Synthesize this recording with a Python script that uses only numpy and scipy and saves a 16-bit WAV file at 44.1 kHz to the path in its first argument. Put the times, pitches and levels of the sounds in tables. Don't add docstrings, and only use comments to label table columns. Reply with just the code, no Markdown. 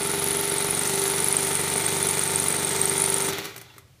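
import sys
import numpy as np
from scipy import signal
from scipy.fft import rfft, irfft
from scipy.io import wavfile
from scipy.ndimage import uniform_filter1d, map_coordinates

SR = 44100
rng = np.random.default_rng(int(sys.argv[2]) if len(sys.argv) > 2 else 0)


def wav_out(sig):
    wavfile.write(sys.argv[1], SR, np.round(np.clip(np.atleast_2d(sig).T, -1, 1) * 32767).astype(np.int16))


N = 176400
T = np.arange(N) / SR
CRANKING_HZ, RELEASE_S = 24.2, 3.29


def amp(db):
    return 10 ** (np.asarray(db) / 20)


def unit(x):
    return x / np.sqrt(np.mean(x ** 2) + 1e-20)


def read(points, hz):
    f, value = np.transpose(points)
    return np.interp(np.log(hz + 1), np.log(f), value)


def colour(x, points):
    hz = np.fft.rfftfreq(2 * len(x), 1 / SR)
    gain = amp(read(points, hz)) * np.minimum(hz / points[0][0], 1) ** 2
    return unit(irfft(rfft(x, 2 * len(x)) * gain)[:len(x)])


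def add(mix, start_s, sound):
    part = mix[max(round(start_s * SR), 0):][:len(sound)]
    part += sound[:len(part)]


def jitter(size, length=N):
    return unit(uniform_filter1d(rng.standard_normal(length), size))


def grains(spread_db):
    return rng.standard_normal(N) * amp(spread_db * jitter(24))


def passes(cycles, phase):
    return np.flatnonzero(np.diff(np.floor(cycles - phase)) > 0)


def ring(modes, t, wave=np.sin):
    return sum(amp(db - 60 * t / t60) * wave(2 * np.pi * hz * t) for hz, db, t60 in modes)


# frequency_hz, level_db
ROOM_TONE = [(20, -22), (60, -11), (115, 5), (200, -16.5), (400, -19.5), (1000, -27), (4000, -27.5),
             (8000, -32), (15000, -36)]
def room_tone():
    return amp(-54) * colour(rng.standard_normal(N), ROOM_TONE)


# frequency_hz, t60_s
ROOM_DECAY = [(150, .4), (1000, .42), (4000, .36), (9000, .22), (15000, .17)]
def room_echo(x):
    hz, t, spectra = signal.stft(rng.standard_normal(SR // 2), SR, nperseg=256)
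    tail = signal.istft(spectra * amp(-60 * t / read(ROOM_DECAY, hz)[:, None]), SR, nperseg=256)[1]
    return signal.oaconvolve(x, tail / np.linalg.norm(tail))[:N]


# peak_s, level_db
GUSTS = [(.705, -46), (1.44, -61.5), (2.02, -50), (2.35, -50.5), (2.8, -51)]
# frequency_hz, level_db
BUFFET = [(25, -15), (45, 2), (75, -4.5), (130, -11), (400, -73)]
def propeller_wash(effort):
    gusts = sum(amp(db) * np.exp(-((T - s) / .018) ** 2) for s, db in GUSTS)
    return (amp(-64.5) * effort + gusts) * colour(rng.standard_normal(N), BUFFET)


# frequency_hz, level_db
WHEEZE = [(300, -8), (1100, 5), (2400, -6), (3500, 5.5), (4300, -1), (5200, -17), (15000, -39.5)]
def wheeze(peak_s=3.68, width_s=.043):
    swell = amp(-58.5) / (1 + ((T - peak_s) / width_s) ** 2)
    return swell * colour(rng.standard_normal(N), WHEEZE)


# pitch_hz, level_db, t60_s
CLINK_MODES = [(880, -45, .059), (2750, -39, .04), (3420, -45, .055)]
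def clink(start_s=3.7, rise_s=.0035):
    t = np.maximum(T - start_s, 0)
    return (1 - np.exp(-t / rise_s)) * ring(CLINK_MODES, t)


# start_s, level_db
CLACKS = [(3.2868, -30), (3.331, -22.5), (3.3842, -23.5), (3.4457, -32), (3.4543, -24), (3.5627, -28.5),
          (3.5791, -28.5), (3.6143, -32), (3.7812, -33.5)]
# frequency_hz, level_db
CLACK_SPECTRUM = [(300, -1), (1400, 1), (2100, 3), (3000, -2), (5000, -4), (9000, -1), (14500, -1),
                  (16000, -9)]
# pitch_hz, level_db, t60_s
CASE_MODES = [(2040, -18, 0.14), (2450, -29, 0.13), (3420, -31, 0.065)]
def valve_clacks(decay_s=.0045):
    out, t = np.zeros(N), T[:SR // 5]
    for start_s, db in CLACKS:
        click = np.exp(-t / decay_s) * colour(rng.standard_normal(len(t)), CLACK_SPECTRUM)
        add(out, start_s, amp(db - 4) * (click + ring(CASE_MODES, t)))
    return out


GEAR_ORDERS = [13, 25, 29, 32, 35, 36, 37, 38]
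# centre_hz, width_hz, level_db
HOUSING = [(318, 22, -50), (680, 300, -53), (899, 18, -42.5)]
def gear_whine(cycles, speed):
    out, knots = np.zeros(N), np.arange(0, T[-1] + .1, .1)
    for order in GEAR_ORDERS:
        pitch_hz = order * speed
        power = sum(amp(db) ** 2 / (1 + (2 * (pitch_hz - hz) / width) ** 2) for hz, width, db in HOUSING)
        waver = np.interp(T, knots, .2 * rng.standard_normal(len(knots)))
        out += np.sqrt(2 * power) * (1 + waver) * np.sin(2 * np.pi * (order * cycles + rng.random()))
    throb = 1 + .5 * np.cos(2 * np.pi * 2 * (cycles - .2))
    return out * (speed / CRANKING_HZ) ** 1.4 * throb


# time_s, pitch_hz
SLIP_PITCH = [(0.0, 9980), (0.53, 10130), (0.57, 9500), (0.71, 10170), (0.78, 9300), (1.11, 9790),
              (1.81, 9130), (1.84, 8520), (2.04, 9800), (2.16, 8920), (2.51, 9440), (2.78, 8040),
              (3.1, 10030), (3.3, 8200)]
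# frequency_hz, gain_db
CONE_RESONANCE = [(6500, -47.5), (7800, -14), (8500, -3.5), (10300, -6), (11300, -7), (13000, -7)]
def cone_scrape(sweep_hz=3370, rough_hz=605.5, let_go_s=.02):
    contact = np.clip((RELEASE_S - T) / let_go_s + .5, 0, 1)
    wander = .37 * uniform_filter1d(jitter(2500), size=900)
    turn = (2 * CRANKING_HZ * T + wander) % 1
    hz = np.interp(T, *np.transpose(SLIP_PITCH)) + sweep_hz * (turn - .5) + rough_hz * jitter(14)
    grip = amp(1.5 * jitter(200))
    chirps = np.sin(np.pi * turn) * grip * np.sin(2 * np.pi * np.cumsum(hz) / SR)
    return amp(-34) * contact * colour(chirps, CONE_RESONANCE)


def squeak(peak_s, db, hz, width_s=.0018, sag_hz_per_s=209000, wobble_hz=640):
    t = T[:SR // 80] - T[SR // 160]
    pitch_hz = hz - sag_hz_per_s * t + wobble_hz * jitter(14, len(t))
    envelope = amp(db) / np.cosh(2 * t / width_s)
    return peak_s + t[0], envelope * np.sin(2 * np.pi * np.cumsum(pitch_hz) / SR)


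# time_s, level_db, pitch_hz
LOUD_SQUEAKS = [(0.3074, -10.5, 9500), (0.5823, -9.5, 8800), (0.7077, -7, 10200), (0.7926, -8.5, 8890),
                (0.8335, -13, 8900), (0.874, -10.5, 9150), (0.9153, -21, 8940), (1.038, -9, 10100),
                (1.0785, -11, 10400), (1.099, -13, 9640), (1.2022, -10.5, 9350), (1.243, -7, 9860),
                (1.2838, -6.5, 10100), (1.3256, -6, 9770), (1.367, -3.5, 8720), (1.5522, -8, 9630),
                (1.7379, -12, 9190), (1.7795, -10.5, 9930), (1.8632, -7.5, 8690), (2.0272, -7.5, 9790),
                (2.0694, -8.5, 9640), (2.0876, -10, 8730), (2.11, -8.5, 9780), (2.1927, -8, 8790),
                (2.2353, -9.5, 9620), (2.358, -5.5, 9070), (2.399, -8, 9190), (2.4833, -6, 9800),
                (2.504, -8.5, 8700), (2.6474, -10, 9000), (2.8147, -5.5, 8700), (2.855, -7, 9080),
                (2.8958, -8, 8690), (2.9791, -9, 9470), (2.9994, -11.5, 8690), (3.019, -5, 9770),
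                (3.039, -9, 8920), (3.0604, -8, 8740), (3.1004, -7.5, 9720), (3.1417, -6.5, 8740)]
# phase_cycles, level_db
SLIPS = [(0.241, -18), (0.471, -19), (0.722, -11.5)]
def cone_squeaks(cycles, lag_s=.0018, spread_s=.0012, spread_db=2, spread_hz=440):
    out, loud_s = np.zeros(N), np.array(LOUD_SQUEAKS)[:, 0]
    for s, db, hz in LOUD_SQUEAKS:
        add(out, *squeak(s + lag_s, db + 2, hz))
    for phase, db in SLIPS:
        for s in T[passes(cycles, phase)]:
            if s < RELEASE_S and abs(loud_s - s).min() > .005:
                late, hard, high = rng.standard_normal(3)
                hz = np.interp(s, *np.transpose(SLIP_PITCH)) + spread_hz * high
                add(out, *squeak(s + spread_s * late, db + spread_db * hard, hz))
    resonance = amp(read(CONE_RESONANCE, np.fft.rfftfreq(N, 1 / SR)))
    return irfft(rfft(out) * resonance, N)


# phase_cycles, decay_cycles, rattle_db, fizz_db
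KNOCKS = [(.1, .025, 9.5, -12), (.195, 0.029, 7.5, 11), (.28, .13, 3, 3.5), (.42, 0.038, 4.5, 3.5),
          (.58, 0.097, -7.5, -20), (.66, 0.06, -1.5, -24)]
# frequency_hz, level_db
RATTLE = [(300, 4), (500, 1), (700, -0.5), (870, 1), (1030, -3.5), (1330, 3.5), (1600, -1), (2050, 3.5),
          (2350, 2), (2650, -3), (3100, -0.5), (3600, 1), (4200, -0.5), (5100, -6), (6500, -6.5),
          (8000, -12.5)]
# frequency_hz, level_db
FIZZ = [(4000, -14.5), (6500, 2.5), (7900, 1), (9500, 3), (11000, -3), (12500, -6), (14500, -0.5),
        (15500, -12.5)]
def clatter(cycles, effort, rise_cycles=.0058):
    rattle_power, fizz_power = np.ones(N), np.ones(N)
    for phase, decay, rattle_db, fizz_db in KNOCKS:
        age = (cycles - phase) % 1
        burst = np.exp(-age / decay) * (1 - np.exp(-age / rise_cycles))
        rattle_power += burst * amp(rattle_db) ** 2
        fizz_power += burst * amp(fizz_db) ** 2
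    teeth = uniform_filter1d(rng.standard_normal(round(SR / CRANKING_HZ)), size=14, mode="wrap")
    repeating = map_coordinates(teeth, [cycles % 1 * len(teeth)], mode="grid-wrap")
    blend = np.clip(.28 * effort ** 2, 0, 1)
    impacts = np.sqrt(blend) * repeating + np.sqrt(1 - blend) * unit(grains(spread_db=2))
    rattle = colour(impacts * np.sqrt(rattle_power) * effort ** 2, RATTLE)
    fizz = colour(grains(spread_db=5) * np.sqrt(fizz_power) * effort ** 12, FIZZ)
    return amp(-32) * rattle + amp(-35) * fizz


# pitch_hz, level_db, t60_s
BENCH_MODES = [(96.8, -48.5, 0.54), (147, -39.5, 0.25), (166.2, -36.5, 0.19), (196.6, -39.5, 0.18),
               (236.5, -41.5, 0.24), (316, -75, .1), (326.2, -34, 0.17), (393.4, -30.5, 0.42),
               (399.6, -38.5, 0.45), (430, -45, 0.18), (614, -67, .07), (770, -71, 0.028)]
def compression_thumps(cycles, effort, jolt_db=-51, spread_db=1):
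    strokes = passes(cycles, phase=.21)
    push = amp(jolt_db) * rng.standard_normal(N) * effort
    push[strokes] += amp(spread_db * rng.standard_normal(len(strokes)))
    bench = ring(BENCH_MODES, T[:SR // 2], np.cos)
    band = signal.butter(2, [71.4, 1667], "band", fs=SR, output="sos")
    return signal.sosfilt(band, signal.oaconvolve(push * effort ** 1.37, bench)[:N])


# time_s, cycle_rate_hz
CRANKING = [(0, 23.52), (.15, 23.43), (.3, 23.61), (.5, 23.46), (.75, 23.91), (.98, 24.68), (1.2, 24.18),
            (1.4, 24.42), (1.6, 24.02), (1.85, 24.34), (2.1, 24.13), (2.35, 24.2), (2.6, 23.94),
            (2.8, 24.42), (3.0, 24.32), (3.3, 24.45)]
# time_s, cycle_rate_hz
COASTING = [(3.33, 20), (3.39, 16.7), (3.45, 13), (3.56, 5.5), (3.7, 4.8), (3.8, 3.2), (3.85, 0)]
# time_s, gain_db
CLATTER_LEVEL = [(0, -0.5), (.4, 0.1), (.65, 0), (.9, 0), (1.7, 0), (2.4, 0), (3.0, 0), (3.28, -0.5),
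                 (3.5, 5.5)]
def scene():
    speed = np.interp(T, *np.transpose(CRANKING + COASTING))
    cycles, effort = np.cumsum(speed) / SR, speed / CRANKING_HZ
    gain = amp(np.interp(T, *np.transpose(CLATTER_LEVEL)))
    metal = gain * clatter(cycles, effort) + valve_clacks() + wheeze() + clink()
    cone = gain * cone_scrape() + cone_squeaks(cycles)
    echo = room_echo(amp(-8.5) * metal + amp(-13) * cone)
    engine = compression_thumps(cycles, effort) + gear_whine(cycles, speed) + metal
    return (engine + cone + echo + propeller_wash(effort) + room_tone())[None]


def record(dry, edge_hz=15380):
    lowpass = signal.firwin(1201, edge_hz, window=("kaiser", 8), fs=SR)
    return signal.oaconvolve(dry, lowpass[None], "same")


dry = scene()
out = record(dry)
wav_out(out)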